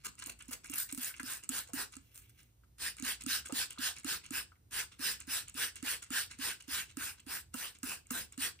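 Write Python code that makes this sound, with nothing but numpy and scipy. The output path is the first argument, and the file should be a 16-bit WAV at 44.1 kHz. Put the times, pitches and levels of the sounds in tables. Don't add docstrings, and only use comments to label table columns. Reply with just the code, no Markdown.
import sys
import numpy as np
from scipy import signal
from scipy.fft import rfft, irfft, next_fast_len
from scipy.io import wavfile
from scipy.ndimage import uniform_filter1d, minimum_filter1d, map_coordinates

SR = 44100
rng = np.random.default_rng(int(sys.argv[2]) if len(sys.argv) > 2 else 0)


def unload_audio(sound):
    columns = np.transpose(np.atleast_2d(sound))
    steps = np.round(np.clip(columns, -1, 1) * 32767)
    wavfile.write(sys.argv[1], SR, steps.astype(np.int16))


def invert_db(x):
    u = np.asarray(x, float) / 20
    return 10 ** u


N = 379260
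SIZE = next_fast_len(N + SR // 2)
HZ = np.maximum(np.arange(SIZE // 2 + 1) * SR / SIZE, 1)

# valve click t/s, stroke/s, nozzle level/dB, knock level/dB, bottle f/Hz
PRIMING = [
    (0.733, 0.12, -54, -65, 273),
    (0.9757, 0.14, -52, -45.5, 261),
    (1.231, 0.15, -50.5, -48.5, 270),
    (1.494, 0.13, -46, -44.5, 271),
    (1.734, 0.12, -46, -42, 280),
]
# valve click t/s, stroke/s, nozzle level/dB, knock level/dB, bottle f/Hz
PULLS = [(2.783, 0.13, -46.5, -85, 272), (3.024, 0.12, -43, -42, 269.5), (3.263, 0.13, -41, -41, 268.4),
         (3.5234, 0.13, -44, -39.5, 272), (3.7873, 0.13, -44.5, -46, 273), (4.046, 0.13, -45, -42.5, 284),
         (4.3069, .12, -46, -44, 276), (4.7102, 0.13, -44, -70, 263), (4.993, 0.15, -43, -50, 280),
         (5.2748, 0.14, -43.5, -50.5, 274), (5.5472, 0.14, -43.5, -53.5, 276),
         (5.827, 0.14, -44, -43.5, 275), (6.1046, 0.14, -43, -44.5, 273), (6.388, 0.15, -45, -48.5, 275),
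         (6.6798, 0.15, -44, -50.5, 280), (6.9703, 0.15, -46, -42.5, 279), (7.265, 0.14, -46.5, -51.5, 283),
         (7.5415, 0.16, -49, -44.5, 260), (7.8312, 0.14, -49, -43, 270), (8.1075, 0.13, -45.5, -42.5, 255),
         (8.3774, 0.12, -43, -45, 275)]
# valve click t/s, slurp fall/s, slurp level/dB, click level/dB
RELEASES = [(0.407, 0.045, -57, -50), (0.646, 0.037, -52.5, -42), (0.8897, 0.034, -52.5, -37),
            (1.1644, 0.026, -52.5, -40), (1.4354, 0.015, -50, -34), (1.675, 0.028, -58, -42),
            (1.929, 0.043, -55, -42), (2.979, 0.04, -53.5, -45), (3.2093, 0.02, -49, -33),
            (3.457, 0.037, -51, -35), (3.706, 0.032, -48.5, -28.5), (3.9646, 0.011, -49, -42),
            (4.243, 0.032, -51, -43), (4.923, 0.029, -55.5, -67), (5.2027, 0.025, -52, -32.5),
            (5.4818, 0.021, -52, -33), (5.757, 0.032, -52.5, -31.5), (6.027, 0.026, -49, -33),
            (6.311, 0.032, -51.5, -43), (6.605, 0.037, -56.5, -42), (6.894, 0.025, -56.5, -60),
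            (7.7494, .043, -61.5, -56), (8.0686, 0.047, -76, -45.5), (8.326, 0.016, -54, -44)]
PURGE_S = 0.36
STRIKE_VARY_DB = 2.5


def rms_one(x):
    return x / np.sqrt(np.mean(x ** 2) + 1e-20)


def at_hz(points):
    hz, db = np.transpose(points)
    return invert_db(np.interp(np.log(HZ), np.log(hz), db))


def coloured(x, gains):
    return irfft(rfft(x, SIZE) * gains, SIZE)[..., :N]


def flicker(rate, depth_db):
    r = np.exp(-2 * np.pi * rate / SR)
    slow = signal.lfilter([1], [1, -2 * r, r * r], rng.standard_normal(N + SR))[SR:]
    return invert_db(depth_db * np.minimum(rms_one(slow), 1.5))


def grains(per_s, spread_db):
    sizes = invert_db(spread_db * np.minimum(rng.exponential(1, N), 3))
    sizes = sizes * np.sign(rng.random(N) - .5)
    return rms_one(sizes * (rng.random(N) < per_s / SR))


def ring(blows, hz, t60):
    r, w = invert_db(-60 / (t60 * SR)), 2 * np.pi * hz / SR
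    return signal.lfilter([0, np.sin(w)], [1, -2 * r * np.cos(w), r * r], blows + 1e-18)


def swells(rows, rise_power, fall_power, lead, opens):
    dull, bright = np.zeros((2, N))
    for top, rise, fall, level_db, bright_db in rows:
        at = np.arange(max(int((top - .18) * SR), 0), min(int((top + .18) * SR), N))
        late = np.maximum(at / SR - top, 0) / fall
        early = np.maximum(top - at / SR, 0) / rise
        shut = late ** fall_power + (early / opens) ** 16
        dull[at] += invert_db(level_db - 12 * (early ** rise_power + shut))
        bright[at] += invert_db(level_db + bright_db - 12 * ((early / lead) ** rise_power + shut))
    return dull, bright


def played(source, gains, dull, bright, split_hz):
    high = 1 / (1 + (split_hz / HZ) ** 4)
    air = 1 / (1 + (11500 / HZ) ** 12)
    band = (HZ > 1100) & (HZ < 3500)
    parts = rfft(source, SIZE) * gains / np.sqrt(np.sum(gains[band] ** 2) / len(HZ))
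    airy = bright * np.clip(bright / (dull + 1e-9), .5, 4) ** .5
    shares = (dull, 1 - high), (bright, high * (1 - air)), (airy, high * air)
    return sum(gain * irfft(parts * share, SIZE)[..., :N] for gain, share in shares)


def patchy(x, depth_db, patch_hz, patch_s):
    hz, s, parts = signal.stft(x, SR, nperseg=256)
    field = rng.standard_normal((200, 1000))
    spots = map_coordinates(field, np.meshgrid(hz / patch_hz, s / patch_s, indexing="ij"), order=1)
    return signal.istft(parts * invert_db(depth_db * spots), SR, nperseg=256)[1][..., :N]


def squirts():
    lag_s, build_share = 0.015, 0.54
    for s, stroke, level_db, _, _ in PRIMING + PULLS:
        jet = stroke - lag_s
        air_db = 9.5 * np.exp((PRIMING[0][0] - s) / PURGE_S)
        rise, fall = build_share * jet, (1 - build_share) * jet
        yield s + lag_s + rise, rise, fall, level_db, 2 + air_db


def mist():
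    # f/Hz, level/dB per Hz
    mist_colour = [(200, -14), (400, -10), (600, -15), (850, -9.5), (1100, -10), (2000, -10), (3000, -2.5),
                   (3700, -4), (6000, -7), (8300, -3), (9000, -2.5), (12500, -5.5), (15400, -6.5),
                   (15900, -62)]
    # f/Hz, width/Hz, level/dB
    nozzle = [(1605, 623, 13), (2520, 880, 5), (4140, 190, -1.5), (4980, 1100, 3.5), (5320, 170, 3.5),
              (3140, 120, 0.5)]
    gains = at_hz(mist_colour)
    for hz, width, peak_db in nozzle:
        gains = gains * invert_db(peak_db / (1 + (2 * (HZ - hz) / width) ** 2))
    jet = rng.standard_normal((3, N)) * flicker(107, depth_db=0.6) + 0.3 * grains(1200, spread_db=3.0)
    dull, bright = swells(squirts(), rise_power=3.1, fall_power=1.9, lead=1.0, opens=1.35)
    trapped = np.exp(-np.abs(np.arange(N) / SR - PRIMING[0][0]) / PURGE_S)
    spit = (flicker(130, depth_db=4.5) * invert_db(2)) ** trapped
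    return invert_db(0.5) * played(jet, gains, dull, bright * spit, split_hz=8200)


def aimed(x):
    # t/s, sizzle level/dB as the nozzle faces the phone, body level/dB as the bottle swings near
    aim = [(1.05, 0.5, 3), (1.55, -2, 1), (2.85, 0.5, 1), (3.1, 0, -3.5), (3.33, 0.5, -4.5),
           (3.6, 4.5, 1.5), (3.86, 3.5, 1), (4.401, -0.5, 2.5), (4.78, -0.5, 0.5), (5.35, 1, 0),
           (5.9, 0, -1.5), (6.45, 1.5, 0.5), (6.75, 1, -0.5), (7.041, -3.5, 0.5), (7.6, -2.5, 1),
           (7.9, 0, 7), (8.17, -4, 4), (8.45, -1, 0)]
    hz, s, parts = signal.stft(x, SR, nperseg=256)
    at, sizzle_db, body_db = np.transpose(aim)
    sizzle = np.exp(-(np.log2((hz + 1) / 4630) / 0.85) ** 2)
    body = 1 / (1 + (hz / 1070) ** 6)
    gain_db = np.outer(sizzle, np.interp(s, at, sizzle_db))
    gain_db += np.outer(body, np.interp(s, at, body_db))
    return signal.istft(parts * invert_db(gain_db), SR, nperseg=256)[1][:, :N]


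def gulps():
    # top t/s, level/dB
    puffs = [
        (.7, -65.5),
        (.929, -64),
        (1.496, -69),
        (1.74, -59.5),
        (2.179, -78),
        (7.545, -57.5),
        (8.111, -55),
    ]
    # top t/s, fall/s, level/dB, brightness/dB
    splutters = [
        (.2245, 0.023, -46, -18),
        (.266, 0.025, -53.5, 14.5),
        (1.201, 0.022, -59, 10),
        (4.523, 0.059, -87, -45),
        (7.835, 0.078, -57, 15),
    ]
    return ([(s + 0.0027, 0.0097, fall, db, -15.5) for s, fall, db, _ in RELEASES]
            + [(s, 0.01, 0.052, db, 19.5) for s, db in puffs]
            + [(s, 0.0056, fall, db, bright) for s, fall, db, bright in splutters])


def dry_strokes():
    swishes = [(.01, 0.034, -71, -13), (.045, .012, -58, 10), (0.057, 0.015, -45, 8.5),
               (0.069, 0.014, -53.5, 1), (.093, .03, -61.5, 6), (.3, 0.021, -51, 3), (.565, 0.032, -70, 15),
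               (2.19, .025, -76, 0), (0.183, 0.0072, -61, -7), (.395, .03, -70, 6),
               (0.195, 0.024, -56, -12), (0.489, 0.015, -55.5, 6), (.514, 0.0087, -54.5, 18),
               (0.532, 0.014, -43, 8), (0.74, 0.022, -41.5, -12), (2.154, 0.026, -70.5, 18),
               (2.297, 0.011, -76, 12), (2.22, .012, -72, 8), (2.396, 0.027, -65, 1),
               (2.432, 0.012, -80, 8), (2.639, 0.024, -81, -7), (3.504, 0.019, -65, -13),
               (3.99, 0.029, -58, -11), (7.193, 0.026, -60, -21)]
    return [(s, 0.69 * fall, fall, db, bright) for s, fall, db, bright in swishes]


def slurps():
    # f/Hz, level/dB per Hz
    slurp_colour = [(320, -10), (600, -25.5), (850, -13.5), (1300, -7.5), (2100, -7), (2700, -3),
                    (3500, -9), (6000, -10.5), (8300, -6.5), (10500, -11), (13500, -14), (15600, -19)]
    flow = 0.47 * rng.standard_normal(N) + 0.29 * grains(1500, spread_db=1.0)
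    flow = flow * flicker(123, depth_db=4.5)
    wet = swells(gulps(), rise_power=1.2, fall_power=0.99, lead=0.37, opens=3.7)
    swish = swells(dry_strokes(), rise_power=1.6, fall_power=1.18, lead=0.71, opens=1.3)
    dull, bright = np.add(wet, swish)
    return invert_db(-0.33) * played(flow, at_hz(slurp_colour), dull, bright * invert_db(-2.0), split_hz=9000)


def contacts():
    # t/s, peak level/dB
    rattles = [(0.191, -38), (.1974, -32), (0.239, -33), (.2606, -28), (.3905, -43), (0.423, -38.5),
               (0.483, -49), (.789, -45), (.8243, -36), (0.926, -24), (1.0304, -34), (1.0452, -24.5),
               (1.37, -34), (1.491, -19.5), (1.9544, -38), (2.1535, -55), (2.176, -57), (2.2952, -54),
               (2.4306, -53), (3.221, -35), (3.237, -29.5), (3.462, -30), (3.486, -35), (3.725, -36.5),
               (3.731, -39), (3.984, -35), (4.262, -37.5), (5.765, -39), (6.623, -39), (7.7866, -47),
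               (0.1924, -39), (0.2006, -36), (0.2714, -41), (0.4554, -48), (0.482, -39), (0.644, -37),
             (0.6578, -35), (0.6686, -38), (0.6758, -41), (0.718, -31), (0.783, -25), (0.824, -40),
             (0.8457, -43), (0.9058, -40), (0.9126, -34), (0.9475, -34), (1.031, -26), (1.057, -24),
             (1.182, -41.0), (1.2626, -33), (1.3164, -29), (1.3343, -26), (1.3874, -56), (1.443, -39.0),
             (1.4538, -48), (1.6867, -44.0), (1.696, -46.0), (1.79, -35), (1.9228, -42), (1.9424, -45),
             (2.1579, -54), (2.175, -45), (2.4306, -49), (2.985, -43), (2.9975, -31), (3.0495, -28.5),
             (3.221, -35), (3.4724, -39), (3.4795, -40), (3.9643, -42), (3.9969, -38), (4, -42),
             (4.0332, -47), (4.0453, -32), (5.222, -41), (5.4963, -34), (5.5425, -37), (5.769, -37),
             (5.7761, -41), (5.8613, -32), (6.0232, -37), (6.0444, -38), (6.2631, -47), (6.3142, -42),
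             (6.3253, -40.0), (6.8972, -54), (6.9133, -49), (7.201, -46), (7.75, -48), (8.3232, -39)]
    # t/s, peak level/dB
    taps = [(0.049, -45), (.0536, -33), (0.153, -47.5), (0.2238, -37), (.51, -37), (0.6977, -30),
            (0.739, -35), (0.777, -38), (.811, -39), (0.9475, -22), (0.9794, -33), (1.0601, -49),
            (1.1986, -31.5), (1.2308, -30), (1.2625, -44), (1.589, -24), (1.967, -34), (2.218, -51),
            (2.3944, -63), (2.968, -40), (2.9982, -42), (3.2615, -35), (3.3706, -44), (3.5234, -24.5),
            (4.0456, -45), (7.5401, -31.5), (7.8308, -29.5), (1.7345, -47), (6.038, -37), (8.1061, -26.5)]
    full_db, thin_db = -5.5, -19.5
    pulls = [(s, max(-24 + 1.53 * (db + 40), -45.5)) for s, _, _, db, _ in PRIMING + PULLS]
    releases = [(s, db) for s, _, _, db in RELEASES]
    full = [(s, db, full_db) for s, db in pulls + taps]
    return full + [(s, db, thin_db) for s, db in releases + rattles]


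def clicks():
    # f/Hz, level/dB, t60/s
    bright_modes = [(6780, -5, 0.0072), (8180, -1.5, 0.0083), (8840, -5, 0.01), (9850, 0.5, 0.0027),
                    (12700, -18, 0.013), (13300, -4.5, 0.00096), (14250, -1, 0.001)]
    dull_modes = [(1318, -7.5, 0.033), (1700, -15.5, 0.081), (2770, -9.5, 0.036), (3420, -15, 0.012),
                  (4790, -1.5, 0.004)]
    s, peak_db, dull_db = np.transpose(contacts())
    at, out = (s * SR).astype(int), np.zeros(N)
    modes = [(m, peak_db - 6.5) for m in bright_modes]
    modes += [(m, peak_db + dull_db - 7.5) for m in dull_modes]
    chance = rng.normal(0, STRIKE_VARY_DB, (len(at), len(modes)))
    for k, ((hz, level_db, t60), blow_db) in enumerate(modes):
        blows = np.zeros(N)
        blows[at] = invert_db(blow_db + level_db + chance[:, k]) * (-1) ** k
        out += ring(blows, hz, t60)
    return out


def knocks():
    # ratio to the neck tone, level/dB, t60/s
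    bottle = [(0.974, -6.5, 0.073), (0.903, -15.5, 0.1), (1.1, -10.5, 0.09), (1.197, -14, 0.063)]
    # t/s, peak level/dB, f/Hz
    bumps = [
        (0.269, -57, 290),
        (0.49, -50.5, 267),
        (0.703, -48.5, 290),
        (0.79, -65, 302),
        (.931, -46.5, 285),
        (1.205, -51, 277),
        (1.969, -54.5, 275),
        (3.004, -53.5, 290),
        (3.243, -56, 268),
    ]
    out, push = np.zeros(N + SR), np.arange(SR // 4) == 0
    soft_push = np.convolve(push, np.hanning(SR // 400))[:len(push)]
    rows = [(s + 0.00565, db, hz) for s, _, _, db, hz in PRIMING + PULLS] + bumps
    chances = rng.normal(0, 3.5, (len(rows), len(bottle)))
    for (s, peak_db, hz), chance in zip(rows, chances):
        at = int((s - .0052) * SR)
        shove = ring(soft_push, hz, 0.053)
        tone = sum(invert_db(db + vary) * ring(shove, hz * ratio, t60)
                   for (ratio, db, t60), vary in zip(bottle, chance))
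        out[at:at + len(push)] += invert_db(peak_db + 5.5) * tone / np.abs(tone).max()
    return out[:N]


def cracks():
    # t/s, peak level/dB
    crack_times = [(0.198, -40), (0.2714, -33.0), (0.3097, -39), (0.4823, -41.0), (0.515, -36),
                   (0.5304, -34), (0.6452, -46), (0.7331, -35.0), (0.7383, -22), (0.7428, -26),
                   (0.799, -29.0), (0.9133, -39), (0.9254, -22.5), (0.9482, -25), (0.9773, -22.5),
                   (0.9847, -25), (0.997, -29), (1.034, -22), (1.0366, -29.0), (1.248, -47), (1.2675, -35),
                   (1.3882, -48), (1.439, -41.0), (1.4967, -23), (1.5895, -38), (1.7334, -28.0),
                   (1.7958, -33), (2.1538, -37), (2.158, -35), (2.178, -31.5), (2.9851, -46), (3.1046, -26),
                   (3.1256, -27), (3.2217, -36.0), (3.2253, -42.0), (3.4536, -41.0), (3.4731, -45),
                   (3.4848, -42.0), (3.5495, -32.0), (3.7254, -36.0), (3.9976, -45), (4.3446, -33.0),
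                   (4.3488, -32.0), (4.7237, -35), (5.271, -35), (5.483, -40), (5.497, -42), (5.5431, -40),
                   (5.5771, -29), (5.766, -45), (5.8608, -31.0), (6.0357, -41.0), (6.0401, -42.0),
                   (6.2639, -39), (7.6554, -31), (7.8955, -23), (8.108, -32), (8.1533, -30), (8.3304, -45),
                   (8.3777, -41)]
    # f/Hz, level/dB, t60/s
    crack_modes = [(7400, -38, .002), (8900, -7.5, 0.0014), (10400, -9, .002), (13200, -11, 0.0024),
                   (15000, -21, 0.00145)]
    s, peak_db = np.transpose(crack_times)
    out = np.zeros(N)
    chance = rng.normal(0, STRIKE_VARY_DB, (len(s), len(crack_modes)))
    for (hz, level_db, t60), vary in zip(crack_modes, chance.T):
        blows = np.zeros(N)
        blows[(s * SR).astype(int)] = invert_db(peak_db + level_db + vary)
        out += ring(blows, hz, t60)
    return out


def ticks():
    # t/s, peak level/dB, f/Hz
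    tick_times = [(.070, -55, 418), (0.222, -31, 1670), (.2232, -35.5, 3780), (.52, -36, 1700),
                  (2.634, -65, 1600), (0.223, -43, 1040), (0.280, -39.5, 780), (.262, -49, 1000),
                  (.3, -43.5, 700), (.55, -50, 605), (4.991, -46, 2600), (0.409, -40, 2700),
                  (.409, -42.5, 1640), (0.511, -38, 816), (.535, -43, 664), (0.646, -38.5, 1700),
                  (0.894, -46, 1750), (1.139, -40, 1640), (1.141, -34, 2520), (1.197, -24, 1650),
                  (1.199, -53, 950), (1.207, -36, 1700), (0.0424, -44, 2460), (.1822, -48, 2000),
                  (3.776, -39, 1130), (3.7845, -30, 3800), (3.7856, -40, 2900), (4.2142, -49, 2190),
                  (4.926, -43, 3070), (2.397, -58, 2500), (7.196, -44, 2900), (1.691, -41, 634),
                  (1.701, -44, 900), (2.177, -51, 2830), (2.636, -55, 1270), (3.444, -47, 1194),
                  (3.497, -37, 1103), (3.496, -37, 555), (3.505, -34, 844), (3.201, -50, 1500),
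                  (3.527, -44, 485), (3.759, -52, 1270), (4.035, -49, 1990), (4.519, -43.5, 1246),
                  (4.556, -57, 1920), (5.482, -42, 2800), (7.545, -34, 850), (7.543, -36, 1370),
                  (7.832, -33.5, 1370), (7.835, -55, 520), (8.058, -56, 2483), (8.108, -31, 1090),
                  (8.108, -42.5, 476), (8.590, -43.5, 2700)]
    out, t = np.zeros(N + SR), np.arange(SR // 8) / SR
    for s, peak_db, hz in tick_times:
        at = int(s * SR)
        blow = 0.08 * rng.standard_normal(len(t)) * np.exp(-(t / 0.011) ** 2)
        blow[0] = 1
        no_bass = signal.butter(2, .8 * hz, "high", fs=SR, output="sos")
        blow = signal.sosfilt(no_bass, blow)
        cluster = sum(ring(blow, hz * ratio, 0.0098) for ratio in (.92, 1, 1.08))
        out[at:at + len(t)] += invert_db(peak_db - 13.5) * cluster
    return out[:N]


def rustle():
    # t/s, level/dB
    rustle_level = [
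        (1.95, -90),
        (2.1, -70.5),
        (2.2, -68),
        (2.28, -76),
        (2.34, -76),
        (2.41, -66),
        (2.47, -77),
        (2.6, -98),
    ]
    s, level_db = np.transpose(rustle_level)
    gain = invert_db(np.interp(np.arange(N) / SR, s, level_db, left=-120, right=-120))
    fibres = rng.standard_normal(N) * flicker(28, depth_db=3.0) + 0.33 * grains(400, spread_db=-5)
    colour = at_hz([(500, -28), (1500, -6.5), (2800, 3.0), (5000, -9.5), (9000, -8), (13500, -1),
                    (15500, 1), (16000, -30)])
    return gain * rms_one(coloured(fibres, colour))


def echoes(t60):
    t = np.arange(SR // 2) / SR
    tails = rng.standard_normal((2, len(t))) * invert_db(-60 * t / t60) * (t > .001)
    return rfft(tails / np.sqrt(np.sum(tails ** 2, axis=1, keepdims=True)), SIZE)


def microphone_pair():
    # f/Hz, radians by which left leads; above 7 kHz a plain path difference
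    lead_points = [(0, 0), (300, -.4), (620, 2.2), (1500, .3), (2200, 0), (3400, 2.2), (3900, .5),
                   (4750, 2.9), (5200, 6.3), (6300, 4.2), (7250, 3.05), (9300, 0), (16300, -9.45)]
    # f/Hz, left minus right level/dB
    tilt = [(400, -2), (700, 1), (1700, -1), (2500, -1.5), (4500, -6), (6000, -4), (7000, 3), (8000, -0.5)]
    lead = np.interp(HZ, *np.transpose(lead_points))
    left = np.sqrt(at_hz(tilt)) * np.exp(.5j * lead)
    return np.array([left, 1 / left])


def motor():
    # t/s, f/Hz, level/dB, octave level/dB
    motor_course = [
        (0, 55.1, -76, 6.5),
        (1.498, 58.03, -72.5, -4.5),
        (3.3, 59.17, -64, -4),
        (3.9, 79.8, -68.5, -20),
        (7.6, 82.26, -69, -21),
        (8.6, 75.9, -65.5, -25),
    ]
    s, *controls = np.transpose(motor_course)
    hz, level_db, octave_db = (np.interp(np.arange(N) / SR, s, c) for c in controls)
    turn = 2 * np.pi * np.cumsum(hz * flicker(3.6, depth_db=0.44)) / SR
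    low = np.sin(turn) * flicker(2.7, 2.3)
    octave = np.sin(2 * turn) * flicker(2.4, 3.9)
    return invert_db(level_db) * (low + invert_db(octave_db) * octave)


def background():
    # f/Hz, level/dB per Hz
    rumble_colour = [(28, -43), (45, -2.5), (60, 2.5), (70, -2.5), (81, -2), (97, -2), (125, -4.5),
                     (170, -17.5), (300, -24), (550, -56), (900, -63)]
    hiss_colour = [(300, 15), (600, 2), (1500, -3.5), (5000, -4), (7000, 8), (8500, 4), (15000, 7),
                   (15600, -25)]
    noise = rfft(rng.standard_normal((3, N)), SIZE)
    apart = at_hz([(60, -16.0), (150, -14.0), (500, 10.0), (5000, 7.0), (8000, -13)])
    ports = noise[0] * microphone_pair() + noise[1:] * apart
    rumble, hiss = (rms_one(irfft(ports * at_hz(colour), SIZE)[:, :N])
                    for colour in (rumble_colour, hiss_colour))
    return invert_db(-68.5) * flicker(3.8, depth_db=2.5) * rumble + motor() + invert_db(-77) * hiss


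def scene():
    # f/Hz, level/dB against the direct path
    scatter_colour = [(200, -13), (560, -7), (1600, -5.5), (2000, -1.5), (2500, -8), (3600, -2.5),
                      (6200, 1), (7500, 0.5), (9000, -3), (15000, -6.5)]
    pair, scatter = microphone_pair(), at_hz(scatter_colour)
    tails = echoes(t60=0.25)
    front = HZ ** 4 / (HZ ** 4 + 7000.0 ** 4)
    room = invert_db(-6) * (tails * (1 - front / 2) + tails[0] * pair * front)
    room *= at_hz([(120, 8), (280, 11.5), (580, 1.5), (900, 1.5), (2000, -1.0), (8000, 2.0), (15000, -45)])
    near = scatter * echoes(t60=0.004)

    flows = rfft(patchy(aimed(mist()), depth_db=4.0, patch_hz=370.7, patch_s=.03), SIZE)
    mist_room = room * at_hz([(700, -2), (1500, -5.5), (4000, -1.5)])
    heard = flows[0] * (pair + mist_room) + flows[1:] * scatter

    soft = patchy(slurps() + rustle(), depth_db=3.0, patch_hz=592, patch_s=0.048)
    heard += rfft(soft, SIZE) * (pair + room + near)
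    heard += rfft(clicks() + ticks(), SIZE) * (pair + invert_db(-0.5) * room + invert_db(0.5) * near)
    bottle_side = invert_db([[-3], [3]])
    heard += rfft(knocks(), SIZE) * (bottle_side * pair + invert_db(-12) * room)
    heard += rfft(cracks(), SIZE) * (pair + invert_db(-6) * (room + near))
    return irfft(heard, SIZE)[:, :N] + background()


def gaps(bands):
    return invert_db(sum(depth_db / (1 + (2 * (HZ - hz) / width) ** 6) for hz, width, depth_db in bands))


def roll_off(x):
    return signal.sosfilt(signal.butter(12, 16470, fs=SR, output="sos"), x)


def record(dry):
    # f/Hz, width/Hz, level/dB
    sum_gaps = [(11730, 900, -40), (7300, 200, -16)]
    difference_gaps = [(9250, 750, -22), (13900, 1300, -30)]
    top_cut = signal.cheby2(12, 60, 16650, fs=SR, output="sos")
    left, right = signal.sosfilt(top_cut, dry)
    bass_cut = 1 / (1 + (32 / HZ) ** 6)
    both = coloured(np.array([left + right, left - right]) / 2, bass_cut)
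    thinned = coloured(both, np.array([gaps(sum_gaps), gaps(difference_gaps)]))
    power = np.diff(both[0], prepend=0) ** 2 + 1e-12
    before = np.roll(uniform_filter1d(power, 512), 384)
    jumps = uniform_filter1d(power, 128) > invert_db(2 * 10) * before
    jumps |= flicker(14, depth_db=1) > invert_db(1.35)
    held = -minimum_filter1d(-1.0 * jumps, int(.012 * SR))
    kept = uniform_filter1d(held, 256)
    mid, side = thinned + kept * (both - thinned)
    return roll_off(np.array([mid + side, mid - side]))


dry = scene()
out = record(dry)
unload_audio(out)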